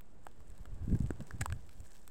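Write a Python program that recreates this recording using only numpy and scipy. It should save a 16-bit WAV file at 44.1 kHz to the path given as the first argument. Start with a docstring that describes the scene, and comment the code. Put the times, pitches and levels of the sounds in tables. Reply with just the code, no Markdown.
"""Outdoors, down in dry straw and crumbs of soil, a large cockroach pushes past a small microphone.
Its spiny legs scratch over the ground and tick on the straw, and its belly scuffs the litter.
Stalks snap with a crack, a brief ring and a hollow knock; a thick one crunches as it gives way.
Puffs of wind rumble and thump on the microphone over a quiet, steady bed of open air."""
import sys
import numpy as np
from scipy import signal
from scipy.fft import rfft, irfft
from scipy.io import wavfile
from scipy.ndimage import uniform_filter1d

SR = 44100
rng = np.random.default_rng(int(sys.argv[2]) if len(sys.argv) > 2 else 0)


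def transcribe(u):
    """Save the signal u as a 16-bit wav file named by the first command-line argument.

    u: samples, shape (n,) or (channels, n), limited to [-1, 1]; the rate is SR.
    q: integer samples, one column per channel.
    """
    v = np.clip(np.atleast_2d(u).T, -1, 1)
    q = np.round(v * 32767).astype(np.int16)
    wavfile.write(sys.argv[1], SR, q)


N = 92610
T = np.arange(N) / SR

# tone of the open-air bed (frequency [Hz], relative level [dB])
AIR_EQ = [(40, -10), (130, 3), (300, -2.5), (750, -9), (1650, -18.5), (2200, -23), (3700, -28), (6000, -35),
          (7900, -25), (9500, -38.5), (16000, -51.5)]
# fader ride of that bed (time [s], level [dB])
AIR_RIDE = [(0, -65.5), (.7, -62.5), (.95, -59), (1.4, -60), (1.7, -64.5), (2.1, -66)]
# puffs of wind on the microphone (time [s], spread [s], level [dB], upper corner [Hz])
WIND_PUFFS = [(.41, 0.021, -53.5, 64.5), (0.513, 0.02, -46, 66.3), (0.607, 0.013, -44.5, 72),
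              (0.734, 0.037, -41.5, 74), (0.835, 0.024, -37.5, 111), (0.902, 0.011, -32.5, 164),
              (0.939, 0.018, -26, 150), (1.04, 0.02, -32, 119), (1.105, 0.042, -43, 77),
              (1.21, 0.011, -39, 161), (1.349, 0.014, -40.5, 106), (1.417, 0.014, -34.5, 130),
              (1.524, 0.031, -35.5, 80.6), (1.63, 0.073, -54, 65.4), (1.805, 0.032, -47, 69)]
# single buffets of air that thump the microphone (time [s], level [dB], pitch [Hz])
WIND_THUMPS = [(.881, -27, 167), (0.9279, -27.5, 245), (0.9565, -23, 200), (1.007, -20.5, 139)]
# fader ride of the legs scratching over soil (time [s], level [dB])
SCRATCH_RIDE = [(0, -88.5), (.38, -79), (.7, -78), (.95, -77), (1.25, -74), (1.6, -74), (1.95, -71),
                (2.1, -73.5)]
# bands of scratchy ticking, low to high: ringing straw, dry crackle, a bright microphone resonance
# (centre [Hz], width [Hz], relative level [dB])
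SCRATCH_BANDS = [(1665, 235, -6.5), (3220, 5100, -5.5), (5570, 3000, -8.5), (7730, 1800, -3.5),
                 (12300, 6700, -9.5)]
# tone of a dry crack (frequency [Hz], relative level [dB])
CRACK_EQ = [(150, -6.5), (700, 11.5), (1700, 5.5), (2300, 6.5), (3400, 4.5), (5800, 1.5), (7000, 0.5),
            (7900, 13), (9500, -6.5), (12000, -1.5), (16000, -0.5)]
# sharp ticks of claws and leg spines (time [s], level [dB], pitch [Hz])
CLAW_TICKS = [(.0085, -51.5, 14400), (.2530, -59, 8000), (0.3142, -62, 3520), (0.4045, -56.5, 1170),
              (0.5013, -56.5, 7560), (.5790, -57, 8200), (.632, -64, 12000), (0.8994, -55, 1570),
              (.9240, -54.5, 1580), (.9510, -57, 7400), (0.9655, -55.5, 9500), (0.9910, -54, 7400),
              (1.0022, -54, 8700), (1.022, -56, 7050), (1.0365, -57, 9000), (1.0620, -54.5, 2820),
              (1.134, -64, 7360), (1.2238, -56, 7350), (1.2694, -54, 7300), (1.2808, -58, 4940),
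              (1.6926, -53, 1380), (1.8040, -53, 7100)]
# snapping stalks, levels before EQ
# (time [s], ring pitch [Hz], ring level [dB], ring t60 [s], knock [dB], crack [dB], crack high cut [Hz])
STALK_SNAPS = [(0.2677, 777, -42.5, 0.011, -27.5, -45.5, 15800),
               (0.6553, 2820, -45, 0.0095, -27.5, -47.5, 5000), (1.1060, 318, -32.5, 0.017, -24, -39, 8100),
               (1.205, 555, -47.5, 0.01, -60, -42.5, 7000), (1.3087, 1760, -38, 0.0056, -48, -42.5, 9100),
               (1.4140, 2220, -23.5, 0.011, -22, -25, 12000), (1.459, 948, -34, 0.011, -20, -31, 13900),
               (1.5009, 1070, -55, 0.016, -30.5, -37, 2500),
               (1.5243, 1600, -46.5, 0.014, -28.5, -30.5, 3820),
               (2.0777, 3540, -48, 0.011, -38, -38.5, 16200)]
# hollow response of the litter under a snapping stalk (frequency [Hz], relative level [dB])
LITTER_EQ = [(120, 8.5), (350, 3), (700, 1), (1200, 3), (1680, 3.5), (2000, -11), (2500, -24), (3400, -12),
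             (5000, -64.5), (12000, -23)]
# the belly rubbing over the litter (time [s], spread [s], level [dB])
BELLY_SCUFFS = [(0.83, 0.047, -70.5), (0.952, 0.0048, -51.5), (1.21, 0.0027, -53), (1.447, 0.016, -58)]
# dull tone of that rub (frequency [Hz], relative level [dB])
SCUFF_EQ = [(120, 14.5), (300, 11), (650, 6), (1100, 4), (1750, -13), (12000, -17.5)]
# fibres tearing around the main snap (time [s], spread [s], level [dB])
FIBRE_TEARS = [(1.4123, 0.0022, -37.5), (1.4202, .0013, -43)]
# tone of the tearing fibres (frequency [Hz], relative level [dB])
TEAR_EQ = [(200, -28), (1100, 1), (1850, 15), (2700, 5), (4200, 3), (6000, -3), (7900, 11), (9800, -2.5),
           (16000, -18.5)]
# hollow ring of the thick stalk that gives way (pitch [Hz], level [dB])
THICK_STALK_MODES = [(780, -36.5), (1440, -52), (1650, -34), (1840, -40.5), (4570, -52)]


def undb(db):
    """Decibels to gain."""
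    return 10 ** (np.asarray(db) / 20)


def unit(x):
    """Scale to rms 1."""
    return x / np.sqrt(np.mean(x ** 2))


def ride(points):
    """A fader move through (time [s], level [dB]) points."""
    return undb(np.interp(T, *np.array(points).T))


def eq(x, points, size=4096):
    """Minimum-phase EQ of unit power through (frequency [Hz], relative level [dB]) points."""
    hz, db = np.array(points, float).T
    bin_hz = np.arange(size // 2 + 1) * SR / size + 1
    gain = unit(undb(np.interp(np.log(bin_hz), np.log(hz), db)))
    cepstrum = irfft(np.log(gain))
    cepstrum[1:size // 2] *= 2
    cepstrum[size // 2 + 1:] = 0
    return signal.fftconvolve(x, irfft(np.exp(rfft(cepstrum))))[:N]


def band(x, hz, width):
    """Resonant band-pass."""
    return signal.lfilter(*signal.iirpeak(min(hz, .45 * SR), hz / width, fs=SR), x)


def add(out, at, x):
    """Drop a short sound onto the track at a time."""
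    i = int(np.clip(at * SR, 0, N - 1))
    out[i:i + len(x)] += x[:N - i]


def fade(t60, size=2048):
    """Exponential decay, 60 dB down after t60 seconds."""
    return np.exp(-np.log(1000) * T[:size] / t60)


def ring(hz, t60):
    """One damped mode."""
    decay = fade(t60)
    return decay * np.sin(2 * np.pi * hz * T[:len(decay)])


def swell(at, spread):
    """Bell-shaped rise and fall."""
    return np.exp(-.5 * ((T - at) / spread) ** 2)


def grains(per_s, spread_db):
    """Random clicks; a wider spread makes a few stand out."""
    hits = rng.random(N) < per_s / SR
    sizes = np.minimum(rng.exponential(size=N), 4.5)
    return unit(hits * rng.choice([-1, 1], N) * undb(spread_db * sizes))


def open_air():
    """A quiet bed of air and hiss that lifts a little in the middle."""
    return ride(AIR_RIDE) * unit(eq(rng.standard_normal(N), AIR_EQ))


def turbulence(corner_hz, slope_db_per_oct=16.5, low_cut_hz=11.6, high_cut_hz=577):
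    """Low eddies, levelled to an even strength and rolling off steeply above a corner."""
    hz = np.arange(N // 2 + 1) * SR / N + 1
    rolloff = (1 + undb(slope_db_per_oct * np.log2(hz / corner_hz)) ** 2) ** -.5
    low_cut = hz / np.hypot(hz, low_cut_hz)
    eddies = irfft(rfft(rng.standard_normal(N)) * rolloff * low_cut, N)
    eddies = signal.sosfilt(signal.butter(4, high_cut_hz, fs=SR, output="sos"), eddies)
    power = uniform_filter1d(uniform_filter1d(eddies ** 2, size=1400), size=1400)
    return eddies / np.sqrt(power)


def wind(breeze_db=-59.5, thump_spread_cycles=0.26):
    """Air hits the microphone: a faint breeze, short thumps and puffs, the stronger ones brighter."""
    puffs = sum(undb(db) * swell(at, spread) * turbulence(hz) for at, spread, db, hz in WIND_PUFFS)
    thumps = sum(undb(db) * swell(at, thump_spread_cycles / hz) * np.cos(2 * np.pi * hz * (T - at))
                 for at, db, hz in WIND_THUMPS)
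    return puffs + thumps + undb(breeze_db) * turbulence(corner_hz=39.2)


def leg_scratches(jerks_per_s=83, jerk_spread_db=3):
    """Legs drag jerkily over soil and straw: bands of scratchy ticking, sprinkled with dry cracks."""
    ticking = np.zeros(N)
    for hz, width, db in SCRATCH_BANDS:
        clicks = band(grains(per_s=300, spread_db=3.5), hz, width)
        ticking += undb(db) * unit(band(clicks, hz, 2 * width))
    cracks = undb(-3) * eq(grains(per_s=330, spread_db=2.5), CRACK_EQ)
    jerks = np.interp(T * jerks_per_s, np.arange(N), np.clip(rng.standard_normal(N), -2, 2))
    return ride(SCRATCH_RIDE) * undb(jerk_spread_db * jerks) * (ticking + cracks)


def crack():
    """A tiny burst of breaking fibres, always of the same energy."""
    decay = fade(t60=0.0051)
    return unit(decay * rng.standard_normal(len(decay))) * np.sqrt(np.mean(decay ** 2))


def claw_ticks(crack_boost_db=1.5):
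    """Claws catch on straw: a pitched tick layered with a dry crack."""
    rings, cracks = np.zeros(N), np.zeros(N)
    for at, db, hz in CLAW_TICKS:
        burst = crack()
        add(rings, at, undb(db) * unit(band(burst, hz, width=0.17 * hz)) * np.std(burst))
        add(cracks, at, undb(db + crack_boost_db) * burst)
    return rings + eq(cracks, CRACK_EQ)


def stalk_snaps(rattle_vs_knock_db=-2):
    """Each stalk cracks, rings, recoils against the litter and leaves loose straw rattling."""
    body, cracks = np.zeros(N), np.zeros(N)
    tail = fade(t60=0.018)
    for at, hz, ring_db, t60, knock_db, crack_db, high_cut_hz in STALK_SNAPS:
        rattle = tail * rng.standard_normal(len(tail))
        add(body, at, undb(ring_db) * ring(hz, t60))
        add(body, at, -undb([knock_db]))  # the recoil is a single impulse
        add(body, at, undb(knock_db + rattle_vs_knock_db) * rattle / np.linalg.norm(rattle))
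        high_cut = signal.butter(1, high_cut_hz, fs=SR)
        add(cracks, at, undb(crack_db) * signal.lfilter(*high_cut, crack()))
    return eq(body, LITTER_EQ) + eq(cracks, CRACK_EQ)


def belly_scuffs(straw_db=-7):
    """Soft, dull rubs of the body against the litter set a straw ringing."""
    pressure = sum(undb(db) * swell(at, spread) for at, spread, db in BELLY_SCUFFS)
    rub = grains(per_s=3300, spread_db=-0.5)
    straw = unit(band(rub, hz=1625, width=64))
    return eq(pressure * rub, SCUFF_EQ) + undb(straw_db) * pressure * straw


def stalk_crunch(break_s=1.414):
    """Fibres tear in a dense run as the thick stalk gives way and rings hollow."""
    strain = sum(undb(db) * swell(at, spread) for at, spread, db in FIBRE_TEARS)
    crunch = eq(strain * grains(per_s=17000, spread_db=5), TEAR_EQ)
    add(crunch, break_s, sum(undb(db) * ring(hz, t60=0.026) for hz, db in THICK_STALK_MODES))
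    return crunch


def scene():
    """The mono mix: air and wind under the close-up sounds of the insect."""
    ambience = open_air() + wind()
    insect = leg_scratches() + claw_ticks() + stalk_snaps() + belly_scuffs() + stalk_crunch()
    return (ambience + insect)[None]


def record(dry, high_cut_hz=15900, dc_offset=0.0058):
    """The recorder shaves off the very top and rests slightly off zero."""
    return signal.sosfilt(signal.ellip(8, .2, 70, high_cut_hz, fs=SR, output="sos"), dry) + dc_offset


dry = scene()
out = record(dry)
transcribe(out)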